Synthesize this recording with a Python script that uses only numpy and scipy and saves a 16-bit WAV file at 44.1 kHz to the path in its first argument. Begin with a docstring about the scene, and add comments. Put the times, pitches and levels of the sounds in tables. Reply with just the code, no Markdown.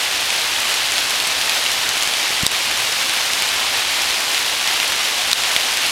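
"""A wood in steady rain. Far drops, each a tiny burst of noise, merge into a wash; closer ones ring on leaves
and tick on leaf litter. Single near drops range from faint spray ticks to loud smacks: a short ring, a noise
burst, spray and a push of air. A dog shifts its paws once, a grainy rustle; a soft low drop knock and one
deeper thud are single low pulses. A low rumble lies underneath. Gain control ducks the loudest peaks and a
limiter flattens them. Both channels are the same."""
import sys
import numpy as np
from scipy import signal
from scipy.fft import rfft, irfft, next_fast_len
from scipy.io import wavfile
from scipy.ndimage import map_coordinates

SR = 44100
rng = np.random.default_rng(int(sys.argv[2]) if len(sys.argv) > 2 else 0)


def master_out(mix):
    """Clip the mix to full scale and print it as 16-bit PCM to the path in sys.argv[1]."""
    frames = np.transpose(np.atleast_2d(mix))
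    ceiling = np.clip(frames, -1, 1)
    pcm = np.round(ceiling * 32767).astype(np.int16)
    wavfile.write(sys.argv[1], SR, pcm)


N = 260631  # length [samples]

# single near drops, from faint spray ticks to loud smacks:
# (time [s], relative tap level [dB], leaf pitch [Hz], relative spray level [dB])
NEAR_DROPS = [(0.6023, -29, 2900, -19), (0.981, -12.5, 3400, -28), (1.201, -11, 3700, -33),
              (1.273, -20, 4640, -15.5), (1.4952, -12, 3500, -18), (1.6632, -11.5, 2850, -33),
              (1.8906, -8.5, 4400, -30), (2.0327, -24, 3480, -17), (2.4654, 0, 3680, -2),
              (3.4223, -9, 2730, -18), (4.6753, -10, 3300, -38), (4.8006, -10.5, 3000, -33),
              (4.9212, -12.5, 1820, -33), (5.3142, -11.5, 3450, -25), (5.3304, -2, 3840, -19),
              (5.3334, -11, 3500, -32), (5.5634, -5, 2320, -17)]
# colour of the far rain all through the wood: (frequency [Hz], relative density [dB per Hz])
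WASH_COLOUR = [(100, -29.5), (240, -14), (450, -10.5), (780, -4), (1350, -5), (2000, -2.5), (2800, 0),
               (4200, -2), (6000, -7), (8000, -11.5), (10000, -14), (13000, -19), (15800, -24)]
# filter for the taps on nearby leaves: (frequency [Hz], relative gain [dB])
TAP_COLOUR = [(100, -28), (700, -4.5), (2500, 1.5), (5000, 2), (10000, -3.5), (15800, -3)]
# colour of the fine spray ticking on leaf litter: (frequency [Hz], relative density [dB per Hz])
SPRAY_COLOUR = [(800, -33), (3000, -0.5), (6000, 0), (10000, -1), (13000, -4), (15800, -4.5)]
# a soft low drop knock and one deeper thud: (time [s], relative level [dB], pitch [Hz])
KNOCK_AND_THUD = [(2.306, -20, 340), (2.435, -10.5, 136)]
# a dog shifts its paws in damp litter: (time [s], level [dB], centre frequency [Hz], Gaussian half length [s])
PAW_SHUFFLES = [(3.606, -28.5, 1010, 0.049)]
# colour of the low outdoor rumble: (frequency [Hz], relative density [dB per Hz])
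RUMBLE_COLOUR = [(12, -25), (25, -15), (35, -11), (60, 3.5), (112, 3), (170, -2.5), (250, -19),
                 (500, -21.5)]

# the rain layers are set against RAIN_DB; they start BUILD_DB softer and rise with time constant BUILD_S
RAIN_DB, BUILD_DB, BUILD_S = -20, 0.6, 0.86
# random drips: mean and scatter of their relative tap level, leaf pitch and relative spray level
DRIP_DB, DRIP_SPREAD_DB = -14.5, 2
LEAF_HZ, LEAF_SPREAD_OCTAVES = 3270, 0.36
DRIP_SPRAY_DB, SPRAY_SPREAD_DB = -23.5, 3.5
TOP_HZ = 15900  # nothing is kept from here up


def amp(db):
    """Decibels to gain."""
    return 10 ** (np.asarray(db) / 20)


def unit(x):
    """Scale to rms 1."""
    return x / np.sqrt(np.mean(x ** 2) + 1e-20)


def wobble(rate):
    """A smooth random curve, rate knots a second."""
    knots = rng.standard_normal(int(N * rate / SR) + 4)
    return map_coordinates(knots, [np.arange(N) * rate / SR])


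def coloured(x, points):
    """Filter x causally (minimum phase) to follow (frequency [Hz], gain [dB]) points, at rms 1."""
    size = 2 * next_fast_len(N // 2 + 4096)
    hz, db = np.transpose(points)
    gain = amp(np.interp(np.log(np.fft.rfftfreq(size, 1 / SR) + 1), np.log(hz), db))
    # folding the cepstrum forward in time gives the minimum phase
    cepstrum = irfft(np.log(gain))
    cepstrum[1:size // 2] *= 2
    cepstrum[size // 2 + 1:] = 0
    response = np.exp(rfft(cepstrum))
    return unit(irfft(rfft(x, size) * response, size)[:N])


def rain():
    """Far wash, nearer taps and fine spray; the leaves shed their water in uneven flurries."""
    level_db = RAIN_DB - BUILD_DB * np.exp(-np.arange(N) / SR / BUILD_S)
    flurry = wobble(rate=14)
    wash = coloured(shower(rate=9000, spread_db=0.0, life=0.0061), WASH_COLOUR)
    taps = leaf_taps(count=5000, hz=3120, spread_octaves=0.52, spread_db=4.0, cycles=9.9)
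    taps = coloured(taps, TAP_COLOUR)
    spray = coloured(shower(rate=900, spread_db=4, life=0.01), SPRAY_COLOUR)
    wash_db = level_db + 0.26 + 0.29 * flurry
    taps_db = level_db - 8.5 + 0.5 * flurry
    spray_db = level_db - 10.5 + 0.7 * flurry + 0.59 * wobble(rate=34)
    return amp(wash_db) * wash + amp(taps_db) * taps + amp(spray_db) * spray


def shower(rate, spread_db, life):
    """Drops at random moments, rate a second, of log-normal size; each a noise burst with t60 = life [s]."""
    falls = rng.random(N) < rate / SR
    # the biggest drops are rare; size is capped two spreads up
    size = amp(spread_db * np.minimum(rng.standard_normal(N), 2))
    keep = amp(-60 / (life * SR)) ** 2  # power kept per sample
    power = signal.lfilter([1], [1, -keep], falls * size ** 2)
    return np.sqrt(power) * rng.standard_normal(N)


def leaf_taps(count, hz, spread_octaves, spread_db, cycles):
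    """Drops on leaves of many sizes: each rings for a few cycles (t60) at its own pitch."""
    start = rng.integers(0, N, (count, 1))
    pitch, size, side = rng.standard_normal((count, 3)).T[..., None]
    n = np.arange(SR // 150)
    leaf_hz = np.minimum(hz * 2 ** (spread_octaves * pitch), SR / 3)
    turns = leaf_hz * n / SR
    # the sign: a leaf is heard from above or below
    strength = np.sign(side) * amp(spread_db * np.minimum(size, 2))
    rings = strength * np.sin(2 * np.pi * turns) * amp(-60 * turns / cycles)
    return np.bincount((start + n).ravel(), rings.ravel(), N)[:N]


def leaf_hits(rows, life):
    """A wet leaf rings in two modes and nudges the air while the drop smacks and bursts into spray."""
    out, t = np.zeros(N + SR), np.arange(SR // 40) / SR
    for s, tap_db, hz, spray_db in rows:
        modes = np.sin(2 * np.pi * hz * t) + amp(-4) * np.sin(2 * np.pi * 1.4 * hz * t)
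        envelope = amp(-60 * t / life) * (1 - np.exp(-t / 0.0003))
        ring = amp(tap_db + 9) * modes * envelope
        smack = amp(tap_db - 4.0) * burst(t, hz, width_hz=4500, life=life)
        spray = amp(spray_db - 1.5) * burst(t, hz=8300, width_hz=5500, life=life)
        # harder taps move more of the leaf, so the nudge grows faster than the tap
        nudge = amp(1.56 * tap_db - 1.0) * t / 0.00065 * np.exp(-t / 0.00039)
        out[round(s * SR):][:len(t)] += ring + smack + spray - nudge
    return out[:N]


def burst(t, hz, width_hz, life):
    """Noise in one steep resonance, struck and dying with t60 = life [s]; rms 1 over its first 2 ms."""
    f = np.fft.rfftfreq(len(t), 1 / SR)
    resonance = 1j * f * width_hz / (hz ** 2 - f ** 2 + 1j * f * width_hz)
    noise = irfft(rfft(rng.standard_normal(len(t))) * resonance ** 2, len(t))
    x = noise * amp(-60 * t / life) * (1 - np.exp(-t / 0.0004))
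    return x / np.sqrt(np.mean(x[:SR // 500] ** 2))


def drips(count):
    """Drips at random times, in NEAR_DROPS columns; tap, pitch and spray vary independently."""
    s = rng.random(count) * N / SR
    tap, pitch, spray = np.clip(rng.standard_normal((count, 3)), -2, 2).T
    tap_db = DRIP_DB + DRIP_SPREAD_DB * tap
    hz = LEAF_HZ * 2 ** (LEAF_SPREAD_OCTAVES * pitch)
    spray_db = DRIP_SPRAY_DB + SPRAY_SPREAD_DB * spray
    return list(zip(s, tap_db, hz, spray_db))


def shuffles():
    """Wet leaves give under a paw with a dull, grainy rustle: a band of noise grains that swells and fades."""
    out, t = np.zeros(N), np.arange(N) / SR
    for s, db, hz, half in PAW_SHUFFLES:
        colour = [(hz / 4, -24), (hz, 0), (hz * 4, -22), (hz * 10, -45)]
        rustle = coloured(shower(rate=450, spread_db=3, life=0.01), colour)
        out += amp(db) * np.exp(-((t - s) / half) ** 2 / 2) * rustle
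    return out


def knock_and_thud():
    """A soft low drop knock and one deeper thud: each is a single low pulse, one smooth swing down and back up."""
    out = np.zeros(N)
    for s, db, hz in KNOCK_AND_THUD:
        phase = 2 * np.pi * hz * (np.arange(N) / SR - s)
        out += amp(db) * phase * np.exp(-phase ** 2 / 2)
    return out


def rumble():
    """The dull background of the open air: low noise whose level wavers slightly."""
    level_db = -48.0 + 1.2 * wobble(rate=4.24)
    return amp(level_db) * coloured(rng.standard_normal(N), RUMBLE_COLOUR)


def scene():
    """Everything reaches one microphone; the random drips die away faster than the single near drops."""
    near = leaf_hits(NEAR_DROPS, life=0.0062)
    random_drips = leaf_hits(drips(count=36), life=0.0036)
    mono = rain() + near + random_drips + shuffles() + knock_and_thud() + rumble()
    return np.tile(mono, (2, 1))


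def ducked(x, threshold_db, recovery_db_per_s, attack):
    """Gain control: a peak over the threshold pulls the gain down, and it climbs back at a steady rate."""
    over_db = np.maximum(20 * np.log10(np.abs(x).max(axis=0) + 1e-9) - threshold_db, 0)
    climb_db = recovery_db_per_s * np.arange(N) / SR
    cut_db = np.maximum.accumulate(over_db + climb_db) - climb_db
    # smoothing the cut lets the first instant of a peak slip past
    keep = np.exp(-1 / (attack * SR))
    smooth_cut_db = signal.lfilter([1 - keep], [1, -keep], cut_db)
    return x * amp(-smooth_cut_db)


def record(dry):
    """Gain control, rounded clipping of the peaks that slip past it, a treble roll-off and the band limit."""
    x = ducked(dry, threshold_db=3.5, recovery_db_per_s=125, attack=0.0014)
    x = x / (1 + np.abs(x / 0.9) ** 8) ** (1 / 8)  # peaks flatten towards 0.9
    size = next_fast_len(N + 4096)
    hz = np.fft.rfftfreq(size, 1 / SR)
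    roll_off = 1 / np.sqrt(1 + (hz / 13800) ** 14)
    return irfft(rfft(x, size) * roll_off * (hz < TOP_HZ), size)[:, :N]


dry = scene()
out = record(dry)
master_out(out)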